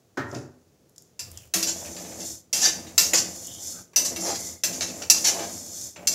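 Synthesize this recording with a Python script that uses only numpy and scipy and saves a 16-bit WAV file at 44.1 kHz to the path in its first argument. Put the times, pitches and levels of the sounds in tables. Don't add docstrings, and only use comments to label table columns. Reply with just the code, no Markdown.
import sys
import numpy as np
from scipy import signal
from scipy.fft import rfft, irfft, next_fast_len
from scipy.io import wavfile
from scipy.ndimage import map_coordinates

SR = 44100
rng = np.random.default_rng(int(sys.argv[2]) if len(sys.argv) > 2 else 0)


def persist_wave(psi):
    counts = np.round(np.clip(psi, -1, 1) * 32767).astype(np.int16)
    wavfile.write(sys.argv[1], SR, np.atleast_2d(counts).T)


N = 271170


def amp(db):
    return 10 ** (np.asarray(db) / 20)


def unit(x):
    return x / np.sqrt(np.mean(x ** 2) + 1e-20)


def onset_unit(x):
    return x / np.sqrt(np.mean(x[..., :SR // 50] ** 2))


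def add(track, s, sound):
    part = track[:, max(round(s * SR), 0):][:, :sound.shape[-1]]
    part += sound[..., :part.shape[-1]]


def along(points, hz):
    f, v = np.transpose(points)
    return np.interp(np.log(hz + 1), np.log(f + 1), v)


def below(hz, edge_hz):
    return 1 / (1 + (hz / edge_hz) ** 8)


def lift(resonances, hz):
    return sum(db / (1 + (2 * (hz - f) / w) ** 2) for f, w, db in resonances)


def coloured(x, gain_db):
    n = x.shape[-1]
    m = 2 * next_fast_len(n // 2 + 4096)
    gain = amp(gain_db(np.fft.rfftfreq(m, 1 / SR)))
    cepstrum = irfft(np.log(gain + 1e-6))
    cepstrum[1:m // 2] *= 2
    cepstrum[m // 2 + 1:] = 0
    return irfft(rfft(x, m) * np.exp(rfft(cepstrum)), m)[..., :n]


def wobble(rate, size=N):
    knots = rng.standard_normal(int(size * rate / SR) + 4)
    return map_coordinates(knots, [np.arange(size) * rate / SR])


def swells(rows):
    t = np.arange(N) / SR
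    return sum(amp(db) * np.exp(-((t - s) / half) ** 2) for s, half, db in rows)


def contacts(rate, spread_db, size):
    happens = rng.random(size) < rate / SR
    strength = amp(spread_db * np.clip(rng.standard_normal(size), -2, 2))
    return unit(happens * strength * rng.standard_normal((2, size)))


def dying(t60s):
    hz, t, z = signal.stft(rng.standard_normal((2, SR * 3 // 4)), SR, nperseg=256)
    fade = amp(-60 * t / along(t60s, hz)[:, None])
    return signal.istft(z * fade, SR, nperseg=256)[1]


def touch_point(hz, depth_db, spacing_hz):
    favour = map_coordinates(rng.standard_normal(1024), [hz / spacing_hz], mode="mirror")
    return depth_db * np.clip(favour, -2, 1.5)


def spread(side, edge_hz, db):
    return coloured(side, lambda hz: db - 45 * below(hz, edge_hz) ** 2)


# f/Hz, t60/s
ROOM_DECAY = [(200, 0.59), (3000, 0.44), (7000, 0.37), (14000, 0.27)]


def kitchen(x):
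    tail = dying(ROOM_DECAY)
    late = np.pad(x[0], (SR // 150, 0))[None]
    return signal.fftconvolve(late, tail / np.linalg.norm(tail[0]), axes=1)[:, :N]


# f/Hz, width/Hz, lift/dB
PAN_RESONANCES = [(84, 6.4, 7.5), (119.6, 9.9, 9), (181.8, 19.6, 8.5), (251.4, 51, 11.5), (334.2, 25, 9.5),
                  (522, 26, 6), (585, 9.4, 12.5), (678, 57, 10), (800.6, 20, 7), (860, 9.6, 6),
                  (1047, 24, 2), (1238, 26, 9.5)]


def hollow(hz):
    return lift(PAN_RESONANCES, hz)


# f/Hz, relative level/dB per Hz
FLAME_SPECTRUM = [(20, -20), (45, -6), (80, -1), (130, 1), (260, -4.5), (430, -3), (700, -12.5),
                  (1000, -18.5), (1800, -23), (3300, -24.5), (6500, -21.5), (8500, -28.5), (15000, -29)]


def flame(level_db=-62, pan_share=0.17):
    rush = coloured(rng.standard_normal((2, N)), lambda hz: along(FLAME_SPECTRUM, hz) + pan_share * hollow(hz))
    return amp(level_db) * unit(rush)


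# t/s, level/dB, treble tilt/dB
BUMP_EVENTS = [(0.172, -27.5, -0.5), (.325, -35.5, -13.5), (.352, -38, -14)]
# f/Hz, relative level/dB per Hz
STOVE_SPECTRUM = [(50, -50), (90, 5), (120, 10), (170, -5.5), (260, 3), (380, 2), (500, -4.5), (900, -3),
                  (1150, -4.5), (1400, 1.5), (1850, -6.5), (2700, -19.5), (6500, -19.5), (9000, -35.5)]
# f/Hz, t60/s
STOVE_DECAY = [(120, 0.59), (400, 0.46), (1500, 0.49), (6000, 0.25)]
# f/Hz, width/Hz, lift/dB
STOVE_PANELS = [(102, 6.6, -14), (141, 7.2, 3), (245.8, 7.3, 10.5), (390, 43, 4.5), (476, 22, -3),
                (576, 14, 10.5), (1845, 60, 9.5)]


def bumps(attack=0.001):
    out = np.zeros((2, N))
    for s, db, treble_db in BUMP_EVENTS:
        def colour(hz):
            treble = treble_db * (1 - below(hz, 940))
            return along(STOVE_SPECTRUM, hz) + lift(STOVE_PANELS, hz) + treble
        boom = coloured(dying(STOVE_DECAY), colour)
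        rise = 1 - np.exp(-np.arange(boom.shape[1]) / SR / attack)
        add(out, s, amp(db) * onset_unit(boom) * rise)
    return out


# t/s, relative level/dB
BOOM_EVENTS = [(1.553, -32.5), (2.198, -43), (4.172, -38), (5.101, -55)]
# f/Hz, relative level/dB, t60/s
BOWL_MODES = [(187.5, -3, 0.29), (256, -21, 0.14), (329, -3, 0.5)]


def booms(swell=0.01):
    out, t = np.zeros((2, N)), np.arange(SR // 2) / SR
    ring = sum(amp(db - 60 * t / t60) * np.sin(2 * np.pi * hz * t) for hz, db, t60 in BOWL_MODES)
    for s, db in BOOM_EVENTS:
        add(out, s, amp(db) * 2 * ring * (1 - np.exp(-t / swell)))
    return out


# t/s, relative level/dB, edge tilt/dB
SMALL_CLICKS = [(0.314, -34.5, -36), (0.349, -27.5, -44), (0.8949, -52, 9), (0.9612, -42.5, -6),
                (0.981, -32, -8), (1.022, -44, 4), (1.3155, -34.5, 8), (1.3742, -28, -6),
                (3.4704, -26.5, 4), (4.4707, -28, -24)]
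# f/Hz, relative level/dB per Hz
SEED_SPECTRUM = [(650, -61), (1100, -28), (1500, -14), (2700, -22.5), (3500, -6), (4050, -12.5),
                 (4600, -0.5), (5600, 5), (7100, 7.5), (8600, -6), (10000, -5.5), (12100, -7.5),
                 (14200, -8.5), (16000, -32)]


def ticks(level_db=-15, ring_db=-24, edge_db=7):
    out, t = np.zeros((2, N)), np.arange(SR // 8) / SR
    for s, db, edge in SMALL_CLICKS:
        fade = amp(-60 * t / 0.013) + amp(ring_db - 60 * t / 0.46)
        click = rng.standard_normal((2, len(t))) * fade
        click = coloured(click, lambda hz: along(SEED_SPECTRUM, hz) + (edge + edge_db) * (1 - below(hz, 7800)))
        add(out, s, amp(db + level_db) * onset_unit(click))
    return out


# t/s, push/s, way back/s, hiss level/dB, rocking level/dB, drone level/dB, crunch level/dB
STIR_STROKES = [(1.193, 0.14, .12, -65, -48.5, -60.5, -59), (1.539, .65, 0.16, -34.5, -51.5, -46, -44),
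                (2.528, 0.3, 0.2, -45, -52, -44.5, -44), (2.977, 0.27, 0.56, -35, -50, -42.5, -41.5),
                (3.96, 0.44, 0.14, -38, -50.5, -44.5, -42.5), (4.635, .38, 0.046, -37, -49.5, -44, -41.5),
                (5.097, 0.43, 0.35, -32, -50, -44, -43), (5.948, 0.11, 0.037, -57.5, -53, -49, -44.5),
                (6.071, 0.22, .05, -38, -57, -42.5, -41)]
GRIP_S, EASE_S, LIFT_DB_PER_S = 0.034, 0.19, 234
DRONE_EASE_DB, CRUNCH_EASE_DB, ROCK_EASE_DB = 10, 11.5, 2.5
GATHER_S, SETTLE_DB_PER_S = .1, 13.5


def stirring():
    start, push, back, hiss_db, rock_db, drone_db, crunch_db = np.transpose(STIR_STROKES)[:, :, None]
    t = np.maximum(np.arange(N) / SR - start, 0)
    lifted = amp(-LIFT_DB_PER_S * np.maximum(t - push - back, 0))
    eased = np.clip((t - push) / EASE_S, 0, 1)
    grip = np.minimum(t / GRIP_S, 1)
    hiss = np.minimum(t / GATHER_S, 1) * amp(hiss_db - SETTLE_DB_PER_S * t)
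    rock = grip * amp(rock_db - ROCK_EASE_DB * eased)
    drone = grip * amp(drone_db - DRONE_EASE_DB * eased)
    crunch = grip * amp(crunch_db - CRUNCH_EASE_DB * eased)
    return [np.max(gain * lifted, axis=0) for gain in (hiss, rock, drone, crunch)]


# f/Hz, relative level/dB per Hz
ROCKING_SPECTRUM = [(25, -5), (45, -4.5), (65, -14), (80, -1), (120, -9), (145, -17.5), (220, -31)]
# f/Hz, relative level/dB per Hz
DRONE_SPECTRUM = [(90, -43), (150, -4.5), (180, 0), (260, -6.5), (340, -1), (420, -12), (600, -36.5)]
# f/Hz, relative level/dB per Hz
CRUNCH_SPECTRUM = [(280, -38.5), (420, 3), (560, 1), (720, -3), (950, -6), (1300, -14.5), (2200, -11),
                   (3200, -21.5), (5000, -49.5)]
# f/Hz, relative level/dB per Hz
JAMMED_SPECTRUM = [(230, -30), (330, -1.5), (470, -1), (620, -3.5), (800, 0.5), (1000, -5.5), (1400, -11.5),
                   (2200, -16), (3200, -17), (5000, -43)]
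# middle t/s, half length/s, level/dB
JAM_SWELLS = [(2.68, 0.027, -39), (3.155, 0.028, -38.5), (4.285, 0.051, -30.5), (5.39, .1, -36)]


def plough(rock, drone, crunch, drone_db=-.5, crunch_db=-2.0, lumps_db=1.1):
    def shaken(shape):
        hits = contacts(2500, spread_db=2.0, size=N)
        return unit(coloured(hits, lambda hz: along(shape, hz) + hollow(hz)))
    roll = crunch * amp(crunch_db + lumps_db * wobble(30)) * shaken(CRUNCH_SPECTRUM)
    rumble = rock * shaken(ROCKING_SPECTRUM) + drone * amp(drone_db) * shaken(DRONE_SPECTRUM)
    grind = swells(JAM_SWELLS) * shaken(JAMMED_SPECTRUM)
    return rumble + roll + grind


# middle t/s, half length/s, relative level/dB
SEED_SLIDES = [(.355, 0.08, -53.5), (2.28, 0.084, -34.5), (3.43, .05, -40.5), (3.68, 0.094, -34.5),
               (4.44, 0.095, -34.5), (5.79, .11, -36)]
REST_DB = -76.5


def seeds(stirred, level_db=-1, flutter_db=0.84, hop_db=-12):
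    flow = np.hypot(stirred, swells(SEED_SLIDES)) + amp(REST_DB)
    rate = 6000 + 20000 * np.sqrt(flow / flow.max())
    patter = contacts(rate, spread_db=3, size=N) / np.sqrt(rate)
    touch = lambda hz: touch_point(hz, depth_db=4.0, spacing_hz=71.1)
    hiss = coloured(patter, lambda hz: along(SEED_SPECTRUM, hz) + touch(hz))
    hops = contacts(350, spread_db=2, size=N)
    hops = coloured(hops, lambda hz: along(SEED_SPECTRUM, hz) - 8 * below(hz, 8300))
    flutter = amp(level_db + flutter_db * wobble(30))
    return flow * flutter * (unit(hiss) + amp(hop_db) * unit(hops))


# start t/s, end t/s, start f/Hz, end f/Hz, level/dB, width/Hz (rate of the random wander)
BLADE_RUBS = [(1.323, 1.473, 3510, 2490, -57.5, 1012), (1.664, 1.824, 3440, 3370, -54, 60),
              (2.609, 2.715, 1763, 1733, -34, 107), (2.613, 2.716, 4640, 4860, -26, 70),
              (3.412, 3.641, 3200, 3400, -51, 888), (3.718, 3.84, 1420, 1406, -55, 412),
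              (4.037, 4.6, 2080, 2067, -53, 255.6)]


def rubs():
    out = np.zeros((2, N))
    for start, end, start_hz, end_hz, db, width_hz in BLADE_RUBS:
        hz = np.linspace(start_hz, end_hz, int(max(end - start, .02) * SR))
        size = len(hz)
        hoarse = wobble(width_hz, size=size) + 1j * wobble(width_hz, size=size)
        stutter = amp(3 * wobble(70, size=size))
        carrier = np.exp(2j * np.pi * np.cumsum(hz) / SR)
        whistle = unit(stutter * np.real(hoarse * carrier))
        arch = np.sin(np.linspace(0, np.pi, size))
        add(out, start, amp(db) * arch * whistle)
    return out


# f/Hz, relative level/dB, t60/s
STEEL_MODES = [(1265, -15.5, 0.37), (1394, -12.5, 0.48), (1780, -8.5, 0.6), (2275, -10.5, .35),
               (2300, -12, .5), (2666, 7, 0.036), (3210, -9, .3), (3460, -2, 0.19), (3930, 2.5, .15),
               (4550, 0.5, .25), (4940, -1.5, 0.23), (5000, 0.5, 0.14), (5300, -1, .2), (5500, -2.5, 0.66),
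               (5700, 12, 0.33), (6100, 1, 0.13), (6100, 9.5, 0.24), (6300, 4, 0.19), (6970, -1.5, 0.38),
               (7340, 9, 0.4), (7830, -2, .2), (9830, 2, .22), (12800, -15, .16), (13900, -6, .18),
               (14840, -17, .2)]


def steel(damping, scatter_db):
    t = np.arange(SR // 2) / SR
    hz, db, t60 = np.transpose(STEEL_MODES)[:, :, None]
    sizes = amp(db + scatter_db * rng.uniform(-2.8, 1, hz.shape))
    fade = amp(-60 * t * damping / t60)
    modes = sizes * fade * np.sin(2 * np.pi * (hz * t + rng.random(hz.shape)))
    side = rng.choice([-1, 1], len(modes)) @ modes
    return np.array([modes.sum(0), side])


# t/s, length/s, level/dB, low grating tilt/dB
EDGE_SCRAPES = [(0.342, 0.024, -46, 6), (1.668, .025, -25.5, -6.5), (1.846, .02, -45.5, 49),
                (1.964, 0.012, -37.5, 3.5), (2.045, 0.017, -48.5, 20), (2.113, .017, -49.5, 16),
                (2.195, 0.024, -39, -1.5), (2.554, 0.096, -33, -4), (2.614, 0.023, -20, -6),
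                (2.636, 0.041, -18, -2.5), (2.863, .021, -49, 13), (3.023, .045, -27, -11),
                (3.134, 0.054, -19.5, -6), (4.046, 0.012, -21.5, -12), (4.191, 0.11, -31, -18),
                (4.248, 0.11, -31.5, -5), (4.725, 0.034, -33.5, -7), (4.817, 0.016, -26.5, -1),
                (4.871, 0.025, -39.5, 3.5), (5.137, 0.034, -26, -9), (5.24, 0.047, -18, -5),
                (5.383, 0.062, -37.5, 7), (6.11, 0.032, -28, -11)]
# f/Hz, relative level/dB per Hz
GRATING_SPECTRUM = [(200, -56), (700, -6), (1200, -12), (1800, -7), (3200, -7), (4600, -2), (6200, 2),
                    (7300, -1), (8300, -14.5), (11000, -15), (12200, -19), (14200, -21), (15500, -40)]
BITE_SHARE = 0.19


def scrapes(slip_rate=2500, release_t60=0.19, clear_db=-7, held_t60=0.085):
    out, t = np.zeros((2, N)), np.arange(SR // 2) / SR
    for s, length, db, low_db in EDGE_SCRAPES:
        bite = np.minimum(t / (BITE_SHARE * length), 1)
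        pressure = bite * amp(-60 * np.maximum(t - length, 0) / release_t60)
        slips = contacts(slip_rate, spread_db=1.0, size=len(t))[0]
        body = rng.standard_normal((2, len(t))) * amp(-60 * t / held_t60)
        touch = lambda hz: touch_point(hz, depth_db=-1.5, spacing_hz=113.2)
        body = coloured(body, lambda hz: along(GRATING_SPECTRUM, hz) + touch(hz))
        body = unit(body) + amp(clear_db) * unit(steel(2, scatter_db=4))
        rasp = irfft(rfft(body) * rfft(slips), len(t))
        rasp = coloured(rasp, lambda hz: low_db * below(hz, 4500))
        add(out, s, amp(db) * pressure * unit(rasp))
    return out


# t/s, level/dB, blade note f/Hz, blade note level/dB, clank tilt/dB, edge tilt/dB, t60/s
BLADE_STRIKES = [(1.1929, -22, 4870, -2, -15, -15.5, .2), (1.5382, -10, 6560, -4, -6.5, -7.5, 0.35),
                 (1.6271, -11.5, 4900, -5, -16.5, -15, 0.15), (2.5285, -10.5, 5540, -35, -15.5, -14, 0.58),
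                 (2.979, -2, 7310, -30, -16, -12, .25), (3.1341, -9.5, 7010, 3.5, 7.5, -2.5, 0.092),
                 (3.9328, -42.5, 5550, -13, 19, 0.5, 0.16), (3.9605, -6, 6045, 4, -14, -10, 0.28),
                 (4.1608, -20.5, 5920, 0, -5.5, -13, 0.18), (4.6355, -10.5, 6140, 0.5, -11, -11, 0.24),
                 (4.808, -17.5, 5730, -9, -11, -33, 0.099), (5.02, -23, 6040, -20, -5, -20, 0.156),
                 (5.0994, .5, 5640, -6, -16, -10.5, 0.12), (5.9607, -33, 5870, -15, 3, -24, 0.17),
                 (6.0717, -7, 6070, -2, -18.5, -14, 0.15)]
# f/Hz, relative level/dB per Hz
SHELL_SPECTRUM = [(60, -69), (120, -25), (200, -15.5), (700, -9), (1100, -16), (2400, -8.5), (3300, -11),
                  (4500, -3), (5800, 1), (7200, -1), (8300, -6), (10500, -8), (12300, -11), (14000, -5),
                  (15500, -25)]
PAN_NOTE_HZ, PAN_NOTE_DB = 2709, -12


def strikes(clear_db=-4, crack_t60=0.014, level_db=-11, clank_db=11, edge_db=9,
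            attack=0.00044, free_t60=0.47):
    out, t = np.zeros((2, N)), np.arange(SR // 2) / SR
    for s, db, high_hz, high_db, clank, edge, t60 in BLADE_STRIKES:
        fade = amp(-60 * t / t60)
        crack = amp(-60 * t / crack_t60)

        def colour(hz):
            low = (clank + clank_db) * below(hz, 3600)
            high = (edge + edge_db) * (1 - below(hz, 7100))
            return along(SHELL_SPECTRUM, hz) + low + high + touch_point(hz, depth_db=4.0, spacing_hz=88.9)
        shell = coloured(rng.standard_normal((2, len(t))) * np.hypot(fade, crack), colour)
        clear = steel(free_t60 / t60, scatter_db=5)
        chatter = amp(2.5 * wobble(250, size=len(t)))
        slip = .6 * wobble(120, size=len(t))
        blade_note = amp(high_db) * np.sin(2 * np.pi * high_hz * t + slip)
        pan_note = amp(PAN_NOTE_DB) * np.sin(2 * np.pi * PAN_NOTE_HZ * t + slip)
        notes = (blade_note + pan_note) * onset_unit(fade * chatter)
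        blow = onset_unit(shell) + amp(clear_db) * onset_unit(clear)
        blow[0] += notes
        add(out, s, amp(db + level_db) * onset_unit(blow * (1 - np.exp(-t / attack))))
    return out


def scene(room_db=-11):
    blows = strikes() + ticks()
    metal = blows + scrapes() + rubs()
    stirred, rock, drone, crunch = stirring()
    heap = seeds(stirred) + plough(rock, drone, crunch)
    background = booms() + bumps() + flame()
    mid, side = metal + amp(room_db) * kitchen(metal) + heap + background
    since = np.arange(N) / SR - np.array(STIR_STROKES)[:, :1]
    flash = np.max((since > 0) * amp(-60 * np.abs(since) / .16), axis=0)
    side = spread(side, edge_hz=8100, db=-12) + spread(flash * blows[1], edge_hz=4100, db=-5.5)
    return np.array([mid + side, mid - side])


TOP_HZ = 15750


def record(dry):
    heard = signal.sosfilt(signal.butter(4, 62, "high", fs=SR, output="sos"), dry)
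    m = next_fast_len(N + SR // 2)
    kept = np.fft.rfftfreq(m, 1 / SR) < TOP_HZ
    return irfft(rfft(np.clip(heard, -1, 1), m) * kept, m)[:, :N]


dry = scene()
out = record(dry)
persist_wave(out)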